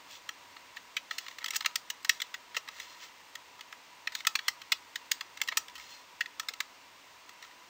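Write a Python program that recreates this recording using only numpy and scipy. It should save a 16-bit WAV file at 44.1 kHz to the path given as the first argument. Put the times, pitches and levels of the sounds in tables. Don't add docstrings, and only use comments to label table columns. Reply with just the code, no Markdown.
import sys
import numpy as np
from scipy import signal
from scipy.fft import rfft, irfft, next_fast_len
from scipy.io import wavfile

SR = 44100
rng = np.random.default_rng(int(sys.argv[2]) if len(sys.argv) > 2 else 0)


def wav_record(signal):
    frames = np.transpose(np.atleast_2d(signal))
    bounded = np.clip(frames, -1, 1)
    quanta = np.round(bounded * 32767).astype(np.int16)
    wavfile.write(sys.argv[1], SR, quanta)


N = 339129

# start_s, level_db (first 10 ms), hardness_db_per_octave, base_over_bar_db, favoured_hz,
# rise_ms, fade_ms (both before each part's contact share)
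TAPS = [(0.2894, -34.5, -1.5, -5, 3500, 0.75, 2.3), (0.5636, -47, -5.2, -1, 3400, 0.67, 4.7),
        (0.761, -51, 1, -7, 3610, 1.18, 4.5), (0.766, -40.5, -6, -16, 1720, 1.28, 6.1),
        (0.9654, -28.5, -2.5, -15, 2540, 0.61, 5.9), (1.1079, -32, -5.5, -6, 1950, 1.18, 4.6),
        (1.1804, -33, 3.0, -13, 3080, 1.6, 4.0), (1.262, -44, -5, -5, 2580, 0.85, 3.8),
        (1.281, -40.5, -1.0, -5, 3300, 0.91, 2.9), (1.3096, -49.5, -2, -16, 2000, 1.2, 3.1),
        (1.325, -58, 0.7, -2, 2810, 0.25, 2.2), (1.3829, -41.0, -0.5, -7, 2440, 0.98, 3.5),
        (1.4066, -51, -7.3, -7, 2070, 1.05, 4.5), (1.4151, -47.5, -4.3, -10, 1830, 0.84, 3.6),
        (1.4256, -46, -8.3, -9, 1800, 0.33, 1.6), (1.4413, -33, 2, -4.5, 1290, 1, 2.6),
        (1.459, -34, 1, -18, 3080, 0.67, 2.9), (1.4803, -37.0, 2, -10, 3420, 1.17, 3.5),
        (1.5047, -33, 5, -13, 2070, 0.88, 2.7), (1.533, -38.5, 1, 1, 2650, 1.33, 3),
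        (1.5456, -38, 3, -21, 2290, 1.48, 2.5), (1.556, -31, 3, -6, 2710, 1.44, 3.1),
        (1.5626, -29, 8.5, -10, 6550, 0.41, 3.2), (1.605, -34.5, 0.8, -3, 2780, 1.37, 2.8),
        (1.622, -45, 0, -9, 2060, 0.33, 4.2), (1.645, -33, -6.5, -6, 2770, 1.3, 3.7),
        (1.6588, -23.5, 0.3, -6.5, 2700, 0.28, 2.8), (1.7105, -54, -2, -13, 1580, 0.25, 2.3),
        (1.7551, -26.5, 4.5, -10.5, 4540, 2, 2.1), (1.9, -31.5, 4, -11, 3050, 0.42, 3.7),
        (2.028, -57, 9, -2, 3400, 0.25, 3), (2.0457, -33.5, 2.5, -5.5, 1570, 0.84, 4),
        (2.0929, -18, 1.6, -17, 1900, 0.5, 3.6), (2.2, -36, -1, -12, 3400, 1.22, 3.1),
        (2.2163, -30, -0.2, -16, 2780, 1.4, 2.9), (2.3397, -35.5, -1.5, -10.5, 1980, 1.3, 4.2),
        (2.544, -40, -3.5, -9, 1950, 1.2, 11), (2.5646, -28, 0.2, -6, 3100, 1, 6.7),
        (2.675, -45.5, -5, -16, 1720, 0.87, 4.5), (2.685, -39.0, 0, -2, 2720, 0.76, 2.6),
        (2.7977, -38.5, -0.3, -14, 1870, 1.5, 3.3), (3.3528, -39, 0.8, -9, 1910, 0.7, 2.5),
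        (3.592, -51.0, -1.7, -1, 1360, 0.25, 1.8), (3.6081, -43.0, 1.5, -9, 3400, 0.3, 2.6),
        (3.7241, -42.5, -2.3, -2.5, 1760, 1.2, 2.5), (4.071, -29, -5, -14, 1980, 1.6, 2),
        (4.119, -46, 0.5, -8, 1930, 0.78, 11), (4.1496, -32, 2.3, -13, 3140, 1.1, 2.5),
        (4.203, -41.5, -3.5, -11, 2020, 1, 3.6), (4.2488, -36.5, -2.5, -4, 2080, 0.84, 2.3),
        (4.2678, -20.5, 3.5, -1.5, 3200, 1.16, 2.9), (4.3521, -24.5, -0.0, -6.5, 4240, 1.37, 3.3),
        (4.3884, -34.0, -5, -14, 3420, 1.23, 2.7), (4.48, -23, 2.7, -5.5, 2070, 1.45, 3.7),
        (4.615, -44.0, 0.5, -9, 3070, 0.72, 4.1), (4.7183, -21, 1, -11, 2660, 0.76, 3.9),
        (4.9554, -32.5, -0.9, -21, 1950, 1.6, 3), (5.111, -39.5, -3, -6, 4620, 1.8, 6.2),
        (5.114, -23.5, 4.1, -29, 4700, 1.3, 2.7), (5.208, -34.5, -0.4, -6.5, 4190, 0.78, 3),
        (5.371, -43.5, -0.5, -10, 2000, 1.55, 3), (5.4, -48, -7.6, -13, 1960, 1.13, 2.6),
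        (5.4143, -26, 1.1, -12, 2100, 0.82, 2.6), (5.433, -46, 7, -2, 2770, 1.38, 2.9),
        (5.4743, -40, 0.8, -19, 3190, 0.76, 3.5), (5.484, -28.5, -2, -11.5, 1920, 0.89, 3.7),
        (5.513, -46, -8, -12, 2000, 1.18, 5.1), (5.5185, -35.5, -6.5, -1, 2100, 1.7, 6.5),
        (5.5702, -22.5, 5.0, -3.5, 5500, 0.68, 4.4), (5.6815, -46, 2, -17, 3450, 0.59, 2.2),
        (5.696, -55.0, 2, -7, 2100, 0.6, 2), (5.7524, -45, 2.3, -6, 3100, 0.53, 9.4),
        (5.7776, -47.5, 3, 0, 1860, 0.8, 8.4), (5.796, -47, -3.2, -14, 1900, 0.68, 1.9),
        (6.2064, -26, -5.5, -17, 1880, 0.8, 5), (6.2575, -39.5, -5.5, -16, 1900, 0.86, 3.6),
        (6.395, -31.5, 3, -2, 1310, 1.5, 3.1), (6.4296, -49, -0.2, 4, 1300, 0.54, 3.3),
        (6.484, -31, 2.5, -6.5, 4010, 1.8, 3.9), (6.5352, -42.0, 2.5, -4, 2780, 0.74, 2.8),
        (6.602, -28.5, -0.5, -3.5, 1840, 1.4, 2.8), (7.291, -48, 2, -2, 1820, 0.96, 2.7),
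        (7.424, -46.5, 1.1, -10, 1880, 0.83, 3), (7.4375, -52, -3, -6, 1900, 0.6, 2),
        (7.4477, -53, -3, 3, 3100, 0.6, 1.8), (7.511, -56, -8, -8, 1900, 0.5, 1.4)]
# pitch_hz, level_db, t60_s
PART_MODES = [
    [(1520, -10, 0.02), (1696, -3.5, 0.023), (1873, 1.5, 0.023), (2093, 2, 0.017), (2348, -4, 0.017)],
    [(483, 3, 0.022), (654, -1, 0.044)],
    [(900, -17, .035), (1080, -11, .022), (1310, 0, .032)],
    [(2553, -7, 0.018), (2787, 1, 0.0072), (2956, -3.5, 0.018), (3053, -1.5, 0.01), (3412, -1.5, 0.014),
     (3865, 0.5, 0.0075), (4240, -4, 0.014)],
    [(4570, -2, 0.0078), (5160, -1.5, 0.0095), (5780, 0, 0.011), (6110, 0.5, 0.0059), (6370, -0.5, 0.01),
     (6680, 0.5, 0.0062), (7180, -3.5, 0.006)],
    [(7760, 0, 0.008), (8170, -3, 0.009), (8700, -4.5, 0.005), (9800, -8, 0.0084), (10230, -10.5, 0.0033)],
]
CONTACT_SHARE = [0.68, 0.8, 0.71, 0.89, 1.19, 1.04]
TAP_PART_DB = [-4.5, -4, -7, -16]
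TAP_PART_OCTAVES = [-0.61, -0.044, 0.82, 1.54]
# time_s, gain_db
RESTING = [(0, 1), (2, 3), (4, 4.5), (4.8, 4), (5.1, 10), (5.7, 10), (6.1, -16), (6.7, -12), (7.2, -3)]
# start_s, swell_s, hold_s, die_s, pegs_db, frame_db, whistle_hz, whistle_db
RUBS = [(0.096, 0.013, .055, .02, -50.5, -62, 3410, -57), (1.108, .004, .012, 0.06, -50, -58, 3600, -53),
        (1.185, .004, .012, 0.14, -53.5, -57, 3420, -61), (1.508, .04, 0.016, .005, -47, -47.5, 5200, -61),
        (2.112, .004, 0.062, .02, -54, -59, 4270, -68), (2.234, .004, .03, .04, -61, -67, 3800, -71),
        (2.714, 0.052, 0.032, .005, -53.5, -54, 5150, -64),
        (2.804, .004, 0.025, .05, -51.5, -57, 4240, -55),
        (2.877, 0.038, .02, 0.037, -55.5, -60.5, 4170, -54.5),
        (2.986, 0.039, 0.017, .045, -50.5, -52.5, 3100, -59),
        (4.141, .004, 0.061, 0.012, -51.5, -60, 3740, -54), (4.41, 0.06, .02, .005, -58, -55, 3400, -56),
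        (5.125, .003, .01, 0.067, -63, -65, 3850, -66), (5.794, .004, .015, 0.043, -54.5, -56, 4140, -59),
        (5.827, 0.074, .045, .07, -54, -64, 4220, -53.5), (7.425, .004, 0.012, 0.039, -57, -60, 3700, -65)]
RUB_PART_DB = [-9.5, -28, -17.5, 1, 0.5, -11]
# start_s, level_db, favoured_hz
KNOCKS = [(2.5659, -49.5, 480), (5.5185, -54.5, 660), (2.0933, -62, 480), (4.7189, -66, 640),
          (6.5, -60, 480)]
# peak_s, level_db
BUMPS = [(2.822, -75), (5.605, -79), (5.788, -73)]
# band_hz, t60_s, level_db
ROOM_BANDS = [(497, 0.91, -23), (1990, 0.12, -14), (5140, 0.16, -13), (10000, 0.27, -21.5)]
# frequency_hz, relative_db
HISS_SPECTRUM = [(15, -57), (25, -24.5), (103, -21.5), (140, -21), (199, -18.5), (238, -18.5), (291, -15),
                 (426, -16), (483, -13.5), (782, -12), (957, -6), (1400, -12), (2380, -11.5), (6550, -18),
                 (10600, -29), (13800, -65), (22000, -120)]
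# pitch_hz, width_hz, level_db
FAN_HUMS = [(101.6, 9.5, -86), (274, 53, -79), (976, 51, -65.5), (2020, 370, -68.5), (2730, 180, -71)]
# time_s, gain_db
BACKGROUND_DRIFT = [(0, 0.5), (1.5, 0), (3.5, -0.4), (5.5, 0.26), (6.5, -0.6), (7.7, -0.7)]
# frequency_hz, gain_db
INPUT_FILTER = [(9000, 0), (10300, -5), (10750, -14), (11025, -26)]
# frequency_hz, gain_db
TREBLE_STEP = [(15600, 0), (15900, -15), (16400, -16)]


def hook():
    out, chance = np.zeros(N + 4096), rng.standard_normal((len(TAPS), 1120))
    for (start_s, *row), draws in zip(TAPS, chance):
        sound = tap(start_s, row, draws)
        out[round((start_s - .0004) * SR):][:len(sound)] += sound
    return out[:N]


def tap(start_s, row, draws):
    level_db, hardness, base_db, favoured_hz, rise_ms, fade_ms = row
    bar, pegs, lips, tip = np.add(TAP_PART_DB, hardness * np.array(TAP_PART_OCTAVES))
    part_db = bar, bar - 36, bar + base_db, pegs, lips, tip
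    resting_db, low_end_hz = np.interp(start_s, *np.transpose(RESTING)), 1230
    out = 0
    for k, (modes, db, share) in enumerate(zip(PART_MODES, part_db, CONTACT_SHARE)):
        spot, pitch = draws[1024 + 16 * k:][:16].reshape(2, 8, 1)[:, :len(modes)]
        nearness = favour(modes, favoured_hz)
        is_low = np.array(modes)[:, :1] < low_end_hz
        lift_db = 2.2 * spot + 5 * nearness + max(resting_db, 0) * is_low
        force = chatter(share * rise_ms, share * fade_ms, draws)
        part = signal.fftconvolve(ring(modes, lift_db, detune=1 + .012 * pitch), force)
        out = out + amp(db + 2.5 * nearness.max()) * part / np.std(part[:441])
    out = colour(out, [(1000, min(resting_db, 0)), (low_end_hz, 0)])
    return amp(level_db) * out / np.std(out[:441])


def chatter(rise_ms, fade_ms, draws):
    ms = np.arange(1024) / SR * 1000
    swell = (1 - np.exp(-ms / max(rise_ms, .02))) ** 2
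    return swell * np.exp(-ms / max(fade_ms, .2)) * draws[:1024]


def favour(modes, favoured_hz):
    return np.exp(-(np.log(np.array(modes)[:, :1] / favoured_hz) / .05) ** 2)


def ring(modes, lift_db=0, detune=1):
    hz, db, t60 = np.transpose(modes)[:, :, None]
    t, sign = np.arange(2048) / SR, (-1) ** np.arange(len(modes))[:, None]
    decay_db = 60 * t / np.minimum(t60, 50 / hz)
    sines = sign * amp(db + lift_db - decay_db) * np.sin(2 * np.pi * hz * detune * t)
    return radiate(sines.sum(0), modes)


def radiate(x, modes):
    edges_hz = .9 * modes[0][0], 1.1 * modes[-1][0]
    return signal.sosfilt(signal.butter(4, edges_hz, "bandpass", fs=SR, output="sos"), x)


def rubbing():
    slips_per_s, whistle_width_hz, edge_db, fade_s = 6000, 220, -10.5, 0.026
    slips = amp(0.98 * rng.exponential(1, N)) * rng.standard_normal(N)
    slips *= rng.random(N) < slips_per_s / SR
    bodies = [amp(db) * unit_rms(ring(modes)) for modes, db in zip(PART_MODES, RUB_PART_DB)]
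    frame = unit_rms(signal.oaconvolve(slips, sum(bodies[:3]))[:N])
    pegs = unit_rms(signal.oaconvolve(slips, sum(bodies[3:]))[:N])
    t, out = np.arange(N) / SR, np.zeros(N)
    for start_s, swell_s, hold_s, die_s, pegs_db, frame_db, whistle_hz, whistle_db in RUBS:
        peg_air = signal.iirpeak(whistle_hz, whistle_hz / whistle_width_hz, SR)
        whistle = unit_rms(signal.lfilter(*peg_air, signal.lfilter(*peg_air, slips)))
        corners_s = np.cumsum([start_s, swell_s, hold_s, die_s])
        fade = np.clip(np.minimum(t - start_s, corners_s[-1] - t) / fade_s + 1, 0, 1)
        stroke = fade * amp(np.interp(t, corners_s, [edge_db, 0, 0, edge_db]))
        out += stroke * (amp(pegs_db) * pegs + amp(frame_db) * frame + amp(whistle_db) * whistle)
    return out


def knocks():
    out, chance = np.zeros(N + 4096), rng.standard_normal((len(KNOCKS), 1024))
    table_modes = PART_MODES[1]
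    for (start_s, level_db, favoured_hz), draws in zip(KNOCKS, chance):
        body = ring(table_modes, lift_db=10 * favour(table_modes, favoured_hz))
        sound = signal.fftconvolve(body, chatter(rise_ms=0.71, fade_ms=2.1, draws=draws))
        out[round(start_s * SR):][:len(sound)] += amp(level_db) * sound / np.std(sound[:441])
    return out[:N]


def bumps(pitch_hz=64, rise_db_per_s=220, fall_db_per_s=160):
    t, level = np.arange(N) / SR, 0
    for peak_s, level_db in BUMPS:
        level += amp(level_db - np.maximum(rise_db_per_s * (peak_s - t), fall_db_per_s * (t - peak_s)))
    return level * np.sqrt(2) * np.sin(2 * np.pi * pitch_hz * t)


def room(x):
    echoes = np.zeros(SR // 2)
    slots = np.arange(260, len(echoes) - 20, 20)
    echoes[slots + rng.integers(0, 20, len(slots))] = rng.choice([-1., 1.], len(slots))
    hz, t, spectrum = signal.stft(echoes, SR, nperseg=256)
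    t60 = curve_at([band[:2] for band in ROOM_BANDS], hz)[:, None]
    tail = signal.istft(spectrum * amp(-60 * t / t60), SR, nperseg=256)[1]
    reverb = signal.oaconvolve(x, tail / np.linalg.norm(tail))[:N]
    return colour(reverb, [band[::2] for band in ROOM_BANDS])


def fan_and_hiss(hiss_db=-55.5):
    hz = np.fft.rfftfreq(N, 1 / SR)
    out = amp(hiss_db) * unit_rms(colour(rng.standard_normal(N), HISS_SPECTRUM))
    for pitch_hz, width_hz, level_db in FAN_HUMS:
        resonance = 1 / (1 + (2 * (hz - pitch_hz) / width_hz) ** 2)
        out += amp(level_db) * unit_rms(irfft(resonance * rfft(rng.standard_normal(N)), N))
    return out * amp(np.interp(np.arange(N) / SR, *np.transpose(BACKGROUND_DRIFT)))


def amp(db):
    return 10 ** (np.asarray(db) / 20)


def unit_rms(x):
    return x / np.sqrt(np.mean(x ** 2) + 1e-20)


def curve_at(points, hz):
    points_hz, values = np.transpose(points)
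    return np.interp(np.log(hz + 1), np.log(points_hz + 1), values)


def colour(x, points):
    size = next_fast_len(len(x))
    gain = amp(curve_at(points, np.fft.rfftfreq(size, 1 / SR)))
    return irfft(rfft(x, size) * gain, size)[:len(x)]


def scene():
    loom = hook() + knocks() + rubbing()
    return (loom + room(loom) + bumps() + fan_and_hiss())[None]


def record(dry):
    filtered = colour(dry[0], INPUT_FILTER + [(11400, -90)])
    held = np.repeat(filtered[::2], 2)[:N]
    band_limit = signal.firwin(511, cutoff=16600, window=("kaiser", 9), fs=SR)
    return signal.oaconvolve(colour(held, TREBLE_STEP), band_limit, "same")[None]


dry = scene()
out = record(dry)
wav_record(out)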